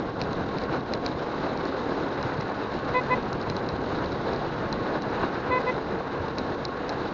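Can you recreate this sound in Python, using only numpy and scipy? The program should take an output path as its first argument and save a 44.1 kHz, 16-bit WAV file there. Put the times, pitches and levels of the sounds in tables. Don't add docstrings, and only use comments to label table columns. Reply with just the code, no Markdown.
import sys
import numpy as np
from scipy import signal
from scipy.io import wavfile
from scipy.ndimage import uniform_filter1d

SR = 44100
rng = np.random.default_rng(int(sys.argv[2]) if len(sys.argv) > 2 else 0)


def master(y):
    cut = np.clip(np.atleast_2d(y).T, -1, 1)
    pcm = np.round(cut * 32767)
    wavfile.write(sys.argv[1], SR, pcm.astype(np.int16))


def gain_from_decibels(decibels):
    exponent = np.asarray(decibels, float) / 20
    return 10 ** exponent


N = 314433

# time_s, roar_band_level_db
ROAD_SWELL = [(0.0, -40), (0.14, -49), (0.22, -42.5), (0.42, -43), (0.46, -42), (0.67, -44), (0.74, -39),
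              (0.85, -48), (0.92, -40), (0.99, -43.5), (1.05, -40), (1.13, -44), (1.22, -41.5), (1.3, -43),
              (1.42, -40.5), (1.85, -41), (2.0, -40), (2.3, -41.5), (2.57, -44), (3.05, -40.5),
              (3.41, -44.5), (3.57, -41.5), (3.68, -43), (4.0, -40.5), (4.1, -42), (4.31, -41), (4.62, -43),
              (4.8, -40.5), (4.95, -40), (5.02, -44.5), (5.17, -39.5), (5.4, -42.5), (5.7, -40.5),
              (5.8, -43.5), (6.03, -44.5), (6.5, -42.5), (6.84, -44.5), (6.9, -43), (7.13, -43)]
# low_hz, high_hz
ROAR_BAND_HZ = (1120, 1440)
# frequency_hz, density_db_per_hz
ROAR_SPECTRUM = [(71, -25.5), (120, -13.5), (178, -13), (290, 2.5), (420, -2.5), (454, 1), (623, -5),
                 (866, -4.5), (1000, -7), (1070, -7.5), (1370, -11), (1510, -8), (1910, -19.5),
                 (2420, -25.5), (2800, -26.5), (3640, -51.5), (6160, -120)]
WIND_SPECTRUM = [(15, -26.5), (40, -10), (90, -0.5), (140, 1), (220, -1), (350, -11), (600, -25.5),
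                 (1000, -42)]
SPRAY_SPECTRUM = [(1180, -26.5), (2000, 0), (2360, -8), (2900, -6.5), (3350, -7), (3650, -4), (3900, -0.5),
                  (4400, -7), (6190, -21), (6710, -21), (7000, -25), (7230, -33), (9400, -60.5),
                  (15900, -120)]
# time_s, wind_level_db (at mean road level), roar_depth_db_per_octave
GUSTS = [(0, -36.5, 0), (.7, -35.5, 1), (1.5, -40.5, 0.85), (2.4, -39, -0.1), (3.5, -36, -0.1),
         (4.7, -36.5, 0.3), (5.6, -38.5, -0.36), (6.2, -40, 0.1), (7.13, -40, 0.1)]
# time_s, firings_per_s
FIRING_RATE = [(0, 34.8), (2, 34.9), (4.5, 34.97), (6.2, 35.1), (7.13, 35.35)]
ENGINE_ORDERS = [(1, -62), (2, -58.5), (4, -48.5), (5, -64), (6, -55.5), (7, -55), (8, -49), (10, -62.5),
                 (11, -56), (13, -45.5), (14, -48), (16, -56.5), (20, -56)]
# centre_hz, width_hz, level_db_rms
GEAR_WHINE = (1087, 14, -47.5)
# start_s, envelope_peak_db, pitch_hz
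JOLTS = [(0.309, -29, 140), (0.559, -27, 170), (0.693, -29, 126), (1.059, -31, 106), (2.248, -27.5, 117),
         (2.384, -25, 141), (3.48, -27, 98), (4.839, -28.5, 197), (5.487, -30, 90), (5.928, -29.5, 195),
         (6.198, -26, 93)]
# start_s, peak_db, brightness_db_per_octave, low_body_db
KNOCKS = [(0.2151, -22.5, 5, 8), (0.2155, -22, 0, 2.5), (0.2224, -33, -1, -2.5), (0.2374, -34, -2, 5.5),
          (0.331, -29, -3, 2), (0.5846, -28, -8, 2.5), (0.6373, -33, -9, -4), (0.9365, -18.5, -4, 2.5),
          (0.9512, -39, -4.5, -1), (1.0628, -19.5, -4, -0.5), (1.089, -35, 0, 0), (1.5746, -29, -2, 4),
          (1.6535, -31, -7, 0), (2.228, -29, 2, -3), (2.4101, -28, 3, 1.5), (3.0364, -35, 2, 0),
          (3.3298, -26, 4.5, 0), (3.4147, -31.5, -1.5, -3), (3.426, -35.5, -5, -3), (3.4991, -22, 2, 2),
          (3.5662, -27.5, -3.5, -1), (3.689, -27, -6.5, -1), (4.059, -32.5, -12, -7),
          (4.1203, -33.5, -1, -2), (4.128, -37, -3, -2), (4.334, -31, 4, -3), (4.3617, -32.5, -4.5, 1.5),
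          (4.727, -23, -1, -2.5), (5.0212, -29.5, 0.5, 2.5), (6.2835, -31, -6, 3), (6.3839, -22, 2, 1),
          (6.39, -32.5, -2, -2), (6.652, -20, -2, -4), (6.893, -22.5, -1.5, 0), (6.899, -33.5, -2.5, -2)]
# frequency_hz, gain_db
KNOCK_COLOUR = [(300, -24.5), (1000, -16), (1700, -3.5), (2600, -2), (3300, -20), (3750, -5.5), (4000, 8),
                (4500, 1), (5300, -3), (6200, -16), (7000, -32), (9000, -39)]
# edge_hz, width_hz, lag_s
RING_LAG = (4000, 700, .0009)
# down_s, up_s, level_db, upper_partial_drift_db, extra_fundamental_db
TOOTS = [(2.930, 2.994, -24, -3.5, 0), (3.092, 3.137, -23.5, -2, -0.5), (5.495, 5.578, -24.5, -4.5, 0.5),
         (5.652, 5.7, -28, -0.5, 4.5)]
# multiple_of_pitch, relative_level_db
HORN_PARTIALS = [(1, -4.5), (2, -0.5), (3, -20), (4, -4), (5, -13.5), (6, -30), (7, -22), (8, -19.5)]
# start_hz, settled_hz, settling_time_s
HORN_PITCH = (496, 506.8, .03)

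MEAN_ROAD_DB = -40.5
FLUTTER_DB, FLUTTER_PER_S = 0.99, 27.3
SPRAY_OFFSET_DB, SPRAY_FOLLOWS = -6, 0.93
WIND_FOLLOWS = 0.36
LUMPS_DB, LUMPS_PER_S = 1, 16
DEPTH_DB_PER_OCTAVE, DEPTH_PER_S = 0.54, 5
JOLT_RISE_S = 0.0065
REBOUND_SIZE, REBOUND_DECAY_MS = 0.07, 2.1
RECORDER_EDGE_HZ = 7160


def evened(x):
    return x / np.sqrt(np.mean(x ** 2) + 1e-20)


def curve(rows, column):
    rows = np.asarray(rows, float)
    return np.interp(np.arange(N) / SR, rows[:, 0], rows[:, column])


def wander(per_s):
    size = max(int(SR / per_s), 1)
    once = uniform_filter1d(rng.standard_normal(N), size)
    return evened(uniform_filter1d(once, size))


def noise(spectrum, patchy_db, flicker_db, size=1024, tilt_db=0):
    frames, hz = 4 * N // size + 5, np.fft.rfftfreq(size, 1 / SR)
    real, imag, patches = rng.standard_normal((frames, len(hz), 3)).T
    patches = uniform_filter1d(patches, 10, 0)
    patches = evened(uniform_filter1d(patches, 8, 1))
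    flicker = evened(uniform_filter1d(rng.standard_normal(frames), 3))
    table_hz, table_db = np.transpose(spectrum)
    colour_db = np.interp(np.log(hz + 1), np.log(table_hz + 1), table_db, right=-120)[:, None]
    frame_tilt_db = np.resize((tilt_db * np.ones(N))[::size // 4], frames)
    colour_db = colour_db - np.log2((hz[:, None] + 1) / 500) * frame_tilt_db
    gain = gain_from_decibels(colour_db + patchy_db * patches + flicker_db * flicker)
    sound = signal.istft((real + 1j * imag) * gain, nperseg=size, noverlap=3 * size // 4)[1]
    return evened(sound[:N])


def road_db():
    return curve(ROAD_SWELL, column=1) + FLUTTER_DB * wander(FLUTTER_PER_S)


def firing_turns():
    return np.cumsum(curve(FIRING_RATE, column=1)) / SR


def wind(level_db):
    swell_db = WIND_FOLLOWS * (level_db - MEAN_ROAD_DB)
    gust_db = curve(GUSTS, column=1) + swell_db + LUMPS_DB * wander(LUMPS_PER_S)
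    return gain_from_decibels(gust_db) * noise(WIND_SPECTRUM, patchy_db=-0.2, flicker_db=2.0)


def engine_hum():
    turns = firing_turns()
    hum = np.zeros(N)
    for order, level_db in ENGINE_ORDERS:
        gain = gain_from_decibels(level_db + 2.8 * wander(4.6)) * np.sqrt(2)
        hum += gain * np.cos(2 * np.pi * (order * turns + rng.random()))
    return hum


def gear_whine():
    hz, width_hz, level_db = GEAR_WHINE
    radius = np.exp(-np.pi * width_hz / SR)
    poles = [1, -2 * radius * np.cos(2 * np.pi * hz / SR), radius * radius]
    return gain_from_decibels(level_db) * evened(signal.lfilter([1], poles, rng.standard_normal(N)))


def spray(level_db):
    hiss_db = MEAN_ROAD_DB + SPRAY_OFFSET_DB + SPRAY_FOLLOWS * (level_db - MEAN_ROAD_DB)
    return gain_from_decibels(hiss_db) * noise(SPRAY_SPECTRUM, patchy_db=1.0, flicker_db=1.63, size=512)


def jolts():
    out, t = np.zeros(N), np.arange(4000) / SR
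    u = t / JOLT_RISE_S
    envelope = u * np.exp(1 - u)
    for start_s, peak_db, hz in JOLTS:
        swing = envelope * np.sin(2 * np.pi * hz * t)
        out[round(start_s * SR):][:len(t)] += gain_from_decibels(peak_db) * swing
    return out


def knock(bright_db, body_db):
    signed_hz = np.fft.fftfreq(2048, 1 / SR)
    hz = abs(signed_hz) + 1
    table_hz, table_db = np.transpose(KNOCK_COLOUR)
    colour_db = np.interp(np.log(hz), np.log(table_hz), table_db)
    colour_db += np.where(hz < 3300, body_db, bright_db * np.log2(hz / 4000))
    edge_hz, width_hz, lag_s = RING_LAG
    late_share = 1 + np.tanh((hz - edge_hz) / width_hz * 2)
    lag_rad = np.pi * lag_s * width_hz * late_share * np.sign(signed_hz)
    causal_log_gain = np.conj(signal.hilbert(np.log(gain_from_decibels(colour_db))))
    ring = -np.fft.ifft(np.exp(causal_log_gain - 1j * lag_rad)).real[:800]
    return ring / abs(ring).max()


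def ticks():
    faint_db = -50.0 + 2.4 * np.minimum(rng.exponential(1, N), 4)
    faint = gain_from_decibels(faint_db) * (rng.random(N) < 40 / SR)
    out = signal.oaconvolve(faint, knock(.1, .1))[:N]
    t_ms = np.arange(200) / SR * 1000
    chances = rng.standard_normal((len(KNOCKS), 200))
    for (start_s, peak_db, bright_db, body_db), chance in zip(KNOCKS, chances):
        rebounds = REBOUND_SIZE * chance * np.exp(-t_ms / REBOUND_DECAY_MS)
        contact = (t_ms == 0) + rebounds
        sound = np.convolve(contact, knock(bright_db, body_db))
        out[round(start_s * SR):][:len(sound)] += gain_from_decibels(peak_db) * sound / abs(sound).max()
    return out


def horn():
    out, waver_hz, flutter_db = np.zeros(N), .8 * wander(120), .6 * wander(150)
    start_hz, settled_hz, settle_s = HORN_PITCH
    for down_s, up_s, toot_db, drift_db, low_db in TOOTS:
        held_s = up_s - down_s
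        t = np.arange(0, held_s + .04, 1 / SR)
        span = slice(round(down_s * SR), round(down_s * SR) + len(t))
        glide_hz = settled_hz + (start_hz - settled_hz) * np.exp(-t / settle_s)
        turns = np.cumsum(glide_hz + waver_hz[span]) / SR
        swing = np.sin(np.pi / 2 * np.clip(t / 0.028, 0, 1))
        for k, part_db in HORN_PARTIALS:
            ring_on_s = .004 if k > 3 else 0
            release = np.exp(-(np.maximum(t - held_s - ring_on_s, 0) / 0.0063) ** 2)
            part_drift_db = (drift_db * (k > 3) - 6 * (k > 6)) * t / held_s
            level_db = toot_db + part_db + low_db * (k == 1) + part_drift_db + flutter_db[span]
            envelope = np.sqrt(2) * gain_from_decibels(level_db) * swing ** (0.97 * k) * release
            out[span] += envelope * np.cos(2 * np.pi * k * turns + 0.67 * k * k)
    return out


def roar(level_db):
    puff_db = .9 * np.cos(2 * np.pi * firing_turns())
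    tilt_db = curve(GUSTS, column=2) + DEPTH_DB_PER_OCTAVE * wander(DEPTH_PER_S)
    body = noise(ROAR_SPECTRUM, patchy_db=0.5, flicker_db=1.0, size=512, tilt_db=tilt_db)
    band_filter = signal.butter(4, ROAR_BAND_HZ, "bandpass", fs=SR, output="sos")
    band = signal.sosfilt(band_filter, body)
    return gain_from_decibels(level_db + puff_db) * body / band.std()


def scene():
    level_db = road_db()
    mix = wind(level_db) + engine_hum() + gear_whine() + spray(level_db)
    mix += jolts() + ticks() + horn() + roar(level_db)
    return mix[None]


def top_cut(x):
    return signal.sosfilt(signal.butter(12, 7380, fs=SR, output="sos"), x)


def record(dry):
    lowpass = signal.firwin(255, RECORDER_EDGE_HZ, window=("kaiser", 9), fs=SR)
    narrow = signal.oaconvolve(dry, lowpass[None], "same")
    return top_cut(narrow)


dry = scene()
out = record(dry)
master(out)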